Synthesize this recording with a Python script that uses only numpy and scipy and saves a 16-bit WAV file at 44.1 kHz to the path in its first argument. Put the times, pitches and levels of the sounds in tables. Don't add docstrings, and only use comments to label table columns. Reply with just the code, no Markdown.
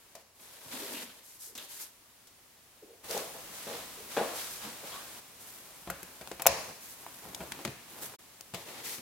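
import sys
import numpy as np
from scipy import signal
from scipy.fft import rfft, irfft, next_fast_len
from scipy.io import wavfile
from scipy.ndimage import uniform_filter1d

SR = 44100
rng = np.random.default_rng(int(sys.argv[2]) if len(sys.argv) > 2 else 0)


def master(y):
    cut = np.clip(np.atleast_2d(y).T, -1, 1)
    pcm = np.round(cut * 32767)
    wavfile.write(sys.argv[1], SR, pcm.astype(np.int16))


N = 397341
TIME = np.arange(N) / SR
CUTOFF_HZ = 16000


# (time [s], thump [dB], knock [dB], click [dB], contact time [s])
LATCH_CONTACTS = [(5.901, -38, -36.5, -26.5, 0.01), (6.03, -47.5, -55, -32, 0.0056),
                  (6.42, -54, -34, -22.5, 0.007), (6.4577, -37, -19, -44, 0.0017),
                  (6.4654, -45, -10.5, -6, 0.0022), (6.4699, -53, -24, -2, 0.0028)]
# (frequency [Hz], level [dB], T60 [s])
STEEL_MODES = [(2170, -29, 0.5), (2403, -24, 0.95), (2530, 3.5, 0.041), (5870, 3.5, 0.03), (7200, 4, 0.03),
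               (7600, 12, 0.018), (11150, 2, 0.069), (11300, 12.5, 0.008), (12300, 8, .014),
               (14300, 11, 0.009)]
# (frequency [Hz], spectral level [dB])
STEEL_SPECTRUM = [(500, -68), (1500, 4.5), (2500, 4), (3600, -3.5), (7000, 3.5), (9500, -1.5), (11500, 9),
                  (15500, 1)]

def latch():
    onset, thump_db, knock_db, click_db, length = np.transpose(LATCH_CONTACTS)
    steel = ring(impacts(onset, click_db, length, chatter=0.73), STEEL_MODES)
    clicks = from_db(-1.5) * steel + from_db(-5) * contact_noise(onset, click_db, length, STEEL_SPECTRUM)
    return wooden_case(onset, thump_db, knock_db, length) + clicks * pan(left_db=5.5)


# (time [s], thump [dB], knock [dB], spot frequency [Hz], snap [dB], contact time [s])
LID_KNOCKS = [(5.874, -33.5, -32.5, 725, -49, 0.015), (5.9, -44, -27.5, 1360, -43, 0.009),
              (6.211, -44.5, -35, 644, -45.5, 0.017), (6.274, -51, -39, 900, -37.5, 0.0032),
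              (6.315, -40, -31.5, 480, -38, 0.0097), (6.397, -41, -27, 910, -41, 0.012),
              (6.488, -38, -36, 76, -54, 0.012), (6.526, -40, -44, 124, -52, 0.0072),
              (7.065, -54, -36, 930, -62, 0.0023), (7.253, -50, -38.5, 800, -67, 0.013),
              (7.271, -40.5, -41, 190, -68, 0.02), (7.405, -33, -28.5, 594, -47, 0.022),
              (7.5202, -39, -38.5, 800, -30, 0.0062), (7.59, -51, -35.5, 364, -52, 0.029),
              (7.65, -31.5, -29.5, 606, -26.5, 0.0073), (7.658, -39, -34, 191, -46, 0.01),
              (7.676, -37, -34, 130, -41, 0.0093), (8.138, -58, -39.5, 382, -56, 0.0076),
              (8.538, -44, -40, 121, -39, 0.0066), (8.544, -43, -33.5, 460, -34.5, 0.019),
              (8.983, -41.5, -42, 240, -45, 0.015)]
# (frequency [Hz], spectral level [dB])
SNAP_SPECTRUM = [(300, -8), (1200, 4.5), (2800, 10.5), (4500, 5.5), (8500, 1), (15000, -6.5)]

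def lid(ring_cycles=10.7):
    onset, thump_db, knock_db, _, snap_db, length = np.transpose(LID_KNOCKS)
    spots = sum(struck_spot(at, db - 0.5, span, hz, t60=ring_cycles / hz)
                for at, _, db, hz, _, span in LID_KNOCKS)
    snaps = contact_noise(onset, snap_db, length, SNAP_SPECTRUM) * pan(left_db=4.5)
    return wooden_case(onset, thump_db, knock_db - 4.5, length) + spots + snaps


# (frequency [Hz], level [dB], T60 [s])
WIDE_PANEL_MODES = [(71.5, -13, 0.26), (103, -14, 0.13), (135, -10.5, 0.19), (183, 0.5, 0.094),
                    (344, 0.5, 0.046)]
# (frequency [Hz], level [dB], T60 [s])
WALL_MODES = [(544, -4.5, 0.2), (687, -4, 0.12), (770, 14, 0.011), (990, -8, 0.034), (1400, -8, 0.055),
              (1900, -7, 0.016), (2250, -6, 0.024)]

def wooden_case(onset, thump_db, knock_db, length):
    push = soften(impacts(onset, thump_db, length, chatter=0.81), top_hz=706)
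    panels = band(ring(push, WIDE_PANEL_MODES), 45, CUTOFF_HZ)
    walls = band(ring(impacts(onset, knock_db, length, chatter=1), WALL_MODES), 278, 4000)
    return (from_db(6) * panels + from_db(6.5) * walls) * pan(left_db=2)


# (time [s], level [dB], duration [s], low-pass corner [Hz])
FOOT_LOADS = [(3.043, -45, 0.03, 4000), (3.104, -30, 0.017, 1400), (3.147, -25.5, 0.0048, 800),
              (3.167, -25, 0.003, 1000), (3.347, -36, 0.028, 1200), (3.667, -24, 0.1, 700),
              (4.167, -13.5, 0.039, 3500), (4.213, -21.5, 0.004, 1300), (4.647, -21, 0.032, 197),
              (4.837, -35, 0.024, 900)]
# (frequency [Hz], level [dB], T60 [s])
LAMINATE_MODES = [(232, -7, 0.16), (319, -6.5, 0.088), (420, -2, 0.075), (475, 3.5, 0.071),
                  (548, 1.5, 0.041), (655, 2.5, 0.094), (803, -0.5, 0.1), (1456, -6, 0.073),
                  (2380, -3.5, 0.015), (3350, 0, 0.008)]

def floor_boards():
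    force = sum(soften(slip_run(onset, db, length), top_hz) for onset, db, length, top_hz in FOOT_LOADS)
    return band(ring(force, LAMINATE_MODES), 150, CUTOFF_HZ) * from_db(5.5) * pan(left_db=1.5)


def slip_run(onset, db, length, count=16, gap_s=0.0062, jitter=0.208, slip_s=0.0029):
    gaps = gap_s * np.exp(jitter * rng.standard_normal(count))
    age = np.cumsum(gaps) - gaps[0]
    fade_db = -9 * (age / length) ** 2
    share_db = fade_db - 10 * np.log10(np.sum(from_db(fade_db) ** 2))
    return impacts(onset + age, db + share_db, np.full(count, slip_s), chatter=2.1)


# (time [s], frequency [Hz], level [dB], duration [s])
CREAKS = [(2.82, 417, -47.5, 0.029), (2.877, 449, -51, 0.075), (3.08, 474, -43, 0.057),
          (3.13, 488, -37.5, 0.072), (3.189, 526, -43, 0.048), (3.223, 618, -48.5, 0.065),
          (3.958, 428, -51, 0.085), (4.187, 429, -36, 0.041), (4.826, 534, -47.5, 0.032),
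          (4.914, 1126, -49, 0.09), (4.915, 3310, -48, 0.035)]

def creaks():
    out = np.zeros(N)
    for onset, hz, db, length in CREAKS:
        t = TIME[:int(length * SR)]
        tone = np.sin(2 * np.pi * hz * t + 1.1 * drift(170, len(t)))
        judder = from_db(3 * drift(300, len(t)))
        add_at(out, onset, from_db(db) * np.sin(np.pi * t / length) * tone * judder)
    return out


# (time [s], duration [s], drone [dB], hiss [dB])
PULLS = [(0.385, 0.37, -64.5, -55), (0.61, 0.14, -60.5, -54), (0.695, 0.21, -50.5, -45),
         (0.89, 0.14, -51.5, -45), (1.05, 0.14, -65, -58), (1.22, 0.14, -83, -54.5),
         (1.385, 0.09, -76, -46.5), (1.55, 0.1, -60.5, -51.5), (1.68, 0.1, -66, -46.5),
         (1.785, 0.034, -60.5, -40.5)]
# (frequency [Hz], spectral level [dB])
PULL_SPECTRUM = [(47, -56), (80, -19), (182, -8.5), (265, -6), (400, -3), (601, -2), (718, -7.5),
                 (958, -5.5), (1220, -15.5), (2720, -17), (6450, -14), (13100, -12.5), (16000, -19)]

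def sleeve_pulls():
    return rubbing(PULLS, PULL_SPECTRUM, attack_s=0.037, release_s=0.035,
                   grain_db=1, rasp_db=1, catch_db=2, left_db=1)


# (time [s], duration [s], drone [dB], hiss [dB])
SLIDES = [(8.53, 0.097, -55.5, -52.5), (8.65, 0.17, -52, -51.5), (8.83, 0.11, -53, -41)]
# (frequency [Hz], spectral level [dB])
SLIDE_SPECTRUM = [(60, -40), (114, -10), (152, -12.5), (471, -4.5), (672, -11), (839, -7.5), (1530, -12.5),
                  (1990, -5), (2430, -9), (12000, -11), (16000, -12)]

def sleeve_slides():
    return rubbing(SLIDES, SLIDE_SPECTRUM, attack_s=0.03, release_s=0.047,
                   grain_db=0.5, rasp_db=1, catch_db=1.5, left_db=1.5)


# (time [s], duration [s], drone [dB], hiss [dB])
SWINGS = [(3.075, 0.1, -48.5, -41.5), (3.51, 0.13, -59.5, -49), (3.65, 0.13, -50.5, -48),
          (4.085, 0.23, -53.5, -46), (4.33, 0.11, -55, -41.5), (4.47, 0.076, -66, -45),
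          (4.6, 0.073, -51, -48.5), (4.83, 0.12, -53.5, -49.5)]
# (frequency [Hz], spectral level [dB])
CLOTH_SPECTRUM = [(35, -45), (60, -35), (160, -3), (330, -14), (480, -1), (842, -0.5), (11800, -3.5),
                  (14600, -7), (16000, -14)]

def clothing():
    return rubbing(SWINGS, CLOTH_SPECTRUM, attack_s=0.052, release_s=0.086,
                   grain_db=1, rasp_db=2, catch_db=0.9, left_db=0.7)


# (time [s], duration [s], drone [dB], hiss [dB])
BRUSHES = [(5.39, 0.22, -62.5, -52.5), (5.6, 0.75, -64.5, -58.5), (6.52, 0.2, -51.5, -55),
           (6.8, 0.14, -63.5, -50), (6.96, 0.28, -61.5, -54.5), (7.22, 0.487, -54, -54.5),
           (7.87, 0.26, -55.5, -54), (8.007, 0.053, -51.5, -42)]
# (frequency [Hz], spectral level [dB])
BRUSH_SPECTRUM = [(29, -41), (50, -13), (114, -5.5), (330, -2.5), (495, -5), (950, -4.5), (4560, -10.5),
                  (14900, -5.5), (16000, -8)]

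def finger_brushes():
    return rubbing(BRUSHES, BRUSH_SPECTRUM, attack_s=0.028, release_s=0.024,
                   grain_db=1.96, rasp_db=-3, catch_db=0.8, left_db=0.5)


def rubbing(strokes, spectrum, attack_s, release_s, grain_db, rasp_db, catch_db, left_db):
    onsets, lengths, *levels = np.transpose(strokes)
    size = 3 * SR
    t = onsets[0] + TIME[:size]
    drone, hiss = [stroke_gain(t, onsets, lengths, db, attack_s, release_s) for db in levels]
    grip = unit_rms(from_db(grain_db * (drift(900, size) + 0.5 * drift(70, size))))
    friction = colour(stereo_noise(size) * grip, spectrum)
    shudder = unit_rms(from_db(0.5 * grain_db * drift(34.7, size)))
    body = drone * shudder * unit_rms(band(friction, 57, 1140))
    catches = from_db(catch_db * drift(140, size))
    ridges = from_db(rasp_db) * np.sqrt(drone * hiss) * unit_rms(catches * band(friction, 1300, 4160))
    fibres = hiss * unit_rms(band(friction, 4800, 14500))
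    brightness = (hiss / from_db(-27)) ** 0.66
    sheen = hiss * brightness * unit_rms(band(stereo_noise(size) * grip, 12500, CUTOFF_HZ))
    rub = (body + ridges + fibres + sheen) * pan(left_db)
    return np.pad(rub, [(0, 0), (int(onsets[0] * SR), N)])[:, :N]


def stroke_gain(t, onsets, lengths, levels_db, attack_s, release_s):
    age = t - onsets[:, None]
    rise = np.sin(np.pi / 2 * np.clip(age / attack_s, 0, 1))
    fall = np.exp(-np.maximum(age - lengths[:, None], 0) / release_s)
    return np.linalg.norm(from_db(levels_db)[:, None] * rise * fall, axis=0)


# (time [s], frequency [Hz], level [dB], contact time [s])
BUMPS = [(.661, 270, -41, 0.0046), (0.666, 130, -47.5, 0.012), (1.553, 236, -51.5, 0.0028)]
# (time [s], duration [s], start pitch [Hz], end pitch [Hz], level [dB])
DRAGS = [(0.718, 0.082, 227, 293, -48.5), (0.797, 0.084, 333, 418, -46), (0.903, 0.081, 315, 245, -47),
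         (0.925, 0.087, 2500, 3030, -49), (0.992, 0.12, 255.6, 221, -56), (1.457, 0.097, 437, 397, -63),
         (1.578, 0.015, 3270, 3520, -43.5)]

def fabric_box(relative_bandwidth=0.36):
    out = sum(struck_spot(onset, db, length, hz, t60=0.13) for onset, hz, db, length in BUMPS)
    for onset, length, start_hz, end_hz, db in DRAGS:
        size = int(length * SR)
        phase = 2 * np.pi * np.cumsum(np.geomspace(start_hz, end_hz, size)) / SR
        groan = sum(drift(relative_bandwidth * start_hz, size) * wave(phase) for wave in (np.sin, np.cos))
        add_at(out, onset, from_db(db) * np.sin(np.linspace(0, np.pi, size)) * unit_rms(groan))
    return out * pan(left_db=0)


# (time [s], knock [dB], snap [dB], contact time [s])
TAPS = [(0.152, -44, -44.5, 0.016), (1.552, -68, -42, 0.035), (1.577, -58, -37.5, 0.011),
        (1.64, -70, -45.5, 0.012), (2.271, -71, -53, 0.024), (8.69, -48, -50, 0.013)]
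# (frequency [Hz], level [dB], T60 [s])
SLEEVE_MODES = [(224, -7, 0.2), (412, -1, 0.061), (607, 15, 0.039), (656, 18, 0.019)]
# (frequency [Hz], spectral level [dB])
EDGE_SPECTRUM = [(1500, -4), (2800, -2), (6000, 2.5), (15000, -5.5)]

def sleeve_taps():
    onset, knock_db, snap_db, length = np.transpose(TAPS)
    knocks = from_db(9) * ring(impacts(onset, knock_db, length, chatter=1), SLEEVE_MODES)
    return (knocks + contact_noise(onset, snap_db, length, EDGE_SPECTRUM)) * pan(left_db=2)


# (time [s], level [dB], duration [s])
TICKS = [(1.4, -56, 0.011), (3.1105, -25.5, 0.001), (3.177, -28, 0.0027), (4.171, -41, 0.025),
         (7.347, -33, 0.0074), (8.409, -35, .003)]

def thin_ticks():
    return contact_noise(*np.transpose(TICKS), EDGE_SPECTRUM) * pan(left_db=6.5)


# (frequency [Hz], T60 [s])
REVERB_T60 = [(100, 0.35), (500, 0.6), (1500, 0.78), (3000, 0.72), (6000, 0.81), (12000, 1)]
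# (frequency [Hz], level [dB])
REVERB_SPECTRUM = [(80, -1.5), (330, -0.5), (600, -0.5), (1100, 0.5), (2600, 4), (3700, 2), (7000, -0.5),
                   (10000, -13), (15000, -19)]

def reverberation(x, build_s=0.00048, feed_db=-36):
    noise, edges = stereo_noise(), np.geomspace(50, 16000, 14)
    build = np.exp(-1 / (build_s * SR))
    out = np.zeros((2, N))
    for low, high in zip(edges, edges[1:]):
        hz = np.sqrt(low * high)
        retained = from_db(-60 / (at_hz(REVERB_T60, hz) * SR)) ** 2
        power = band(x + 1e-12 * noise[0], low, high) ** 2
        energy = signal.lfilter([1 - build], np.poly([retained, build]), power)
        echoes = band(noise, low, high) * np.sqrt(SR / 2 / (high - low))
        out += from_db(feed_db + at_hz(REVERB_SPECTRUM, hz)) * np.sqrt(np.abs(energy)) * echoes
    return out


# (time [s], level [dB])
HISS_LEVELS = [(0, -58), (0.22, -63), (0.35, -58.5), (3.037, -46), (5.2, -52), (8.172, -54.5)]
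# (frequency [Hz], spectral level [dB])
AIR_SPECTRUM = [(18, -40), (32, 5), (48, -2), (65, -2.5), (158, -11.5), (241, -10), (319, -11.5),
                (1000, -11.5), (1440, -14.5), (2140, -14.5), (4940, -17), (11400, -17.5), (16000, -20)]
# (frequency [Hz], level [dB])
HUM_TONES = [(65, -84.5), (99, -81.5)]

def still_room(crossover_hz=117, rumble_share=0.64):
    onsets, levels_db = np.transpose(HISS_LEVELS)
    hiss_db = uniform_filter1d(levels_db[np.searchsorted(onsets[1:], TIME)], size=600)
    air = unit_rms(colour(stereo_noise(), AIR_SPECTRUM))
    hiss = from_db(hiss_db) * band(air, crossover_hz, SR / 2)
    wide_air = unit_rms(colour(stereo_noise(side_db=6.5), AIR_SPECTRUM))
    rumble = from_db(-67.5 + rumble_share * (hiss_db - levels_db[0])) * soften(wide_air, crossover_hz)
    hum = sum(from_db(db) * np.sqrt(2) * np.sin(2 * np.pi * hz * TIME + 0.23 * drift(5))
              for hz, db in HUM_TONES)
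    return (hiss + rumble + hum) * pan(left_db=0.5)


def impacts(onsets, levels_db, lengths, chatter):
    force, t = np.zeros(N + SR), TIME[:SR // 3]
    for onset, db, length in zip(onsets, levels_db, lengths):
        slips = rng.standard_normal(len(t)) * np.exp(-t / length)
        slip_share = np.clip(chatter * length ** 2 / (length ** 2 + 0.004 ** 2), 0, 1)
        push = np.sqrt(slip_share / np.sum(slips ** 2)) * slips
        push[0] += np.sqrt(1 - slip_share)
        add_at(force, onset, from_db(db) * push)
    return force[:N]


def contact_noise(onsets, levels_db, lengths, spectrum, rise_s=0.0002):
    out, t = np.zeros((2, N + SR)), TIME[:SR // 8]
    for onset, db, length in zip(onsets, levels_db, lengths):
        burst = np.exp(-2 * t / length) * (1 - np.exp(-t / rise_s))
        noise = unit_rms(colour(stereo_noise(len(t), side_db=-2.5), spectrum))
        add_at(out, onset, from_db(db) * burst / burst.max() * noise)
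    return out[:, :N]


def ring(force, modes):
    t = TIME[:SR // 2]
    response = sum(from_db(db - 60 * t / t60) * np.cos(2 * np.pi * hz * t) for hz, db, t60 in modes)
    response = signal.lfilter([1], [1, -0.5], response)
    return signal.fftconvolve(force, response / np.abs(response).max())[:N]


def struck_spot(onset, db, length, hz, t60):
    return ring(impacts([onset], [db], [length], chatter=0.69), [(hz, 0, t60)])


# (frequency [Hz], side relative to mid [dB])
SIDE_SPECTRUM = [(60, -9), (500, -7), (1000, -5.5), (2000, -3), (5000, -0.5), (15000, 0)]

def stereo_noise(size=N, side_db=0):
    mid, side = rng.standard_normal((2, size))
    return mid + from_db(side_db) * colour(side, SIDE_SPECTRUM) * np.array([[1], [-1]])


def colour(x, spectrum):
    size = next_fast_len(x.shape[-1])
    hz = np.arange(size // 2 + 1) * SR / size
    return irfft(rfft(x, size) * from_db(at_hz(spectrum, hz)), size)[..., :x.shape[-1]]


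def soften(x, top_hz):
    return signal.sosfilt(signal.butter(2, min(top_hz, SR / 3), fs=SR, output="sos"), x + 1e-18)


def band(x, low_hz, high_hz):
    return signal.sosfilt(signal.butter(3, [low_hz, min(high_hz, 0.49 * SR)], "band", fs=SR, output="sos"), x)


def drift(per_s, size=N):
    knots = rng.standard_normal(N // 8)
    return unit_rms(np.interp(TIME[:size] * per_s, np.arange(len(knots)), knots))


def at_hz(points, hz):
    frequencies, values = np.transpose(points)
    return np.interp(np.log(np.maximum(hz, 1)), np.log(frequencies), values)


def add_at(out, onset, sound):
    start = int(onset * SR)
    out[..., start:start + sound.shape[-1]] += sound


def pan(left_db):
    return from_db(np.array([[0.5], [-0.5]]) * left_db)


def from_db(db):
    return 10 ** (np.asarray(db) / 20)


def unit_rms(x):
    return x / np.sqrt(np.mean(x ** 2) + 1e-20)


def scene():
    taps = sleeve_taps() + fabric_box()
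    steps = floor_boards() + creaks()
    case = latch() + lid()
    room_feed = from_db(-3) * taps + from_db(-1.5) * steps + from_db(-6) * case
    echoes = reverberation(room_feed.mean(axis=0)) * pan(left_db=1)
    rubs = sleeve_pulls() + clothing() + finger_brushes() + sleeve_slides()
    return taps + steps + case + echoes + rubs + thin_ticks() + still_room()


def record(dry):
    gate = np.interp(TIME, [8.152, 8.166, 8.185, 8.193], [1, 0, 0, 1])
    low_pass = signal.ellip(10, 0.1, 70, CUTOFF_HZ, fs=SR, output="sos")
    return signal.sosfilt(low_pass, np.clip(dry * gate, -1, 1))


dry = scene()
out = record(dry)
master(out)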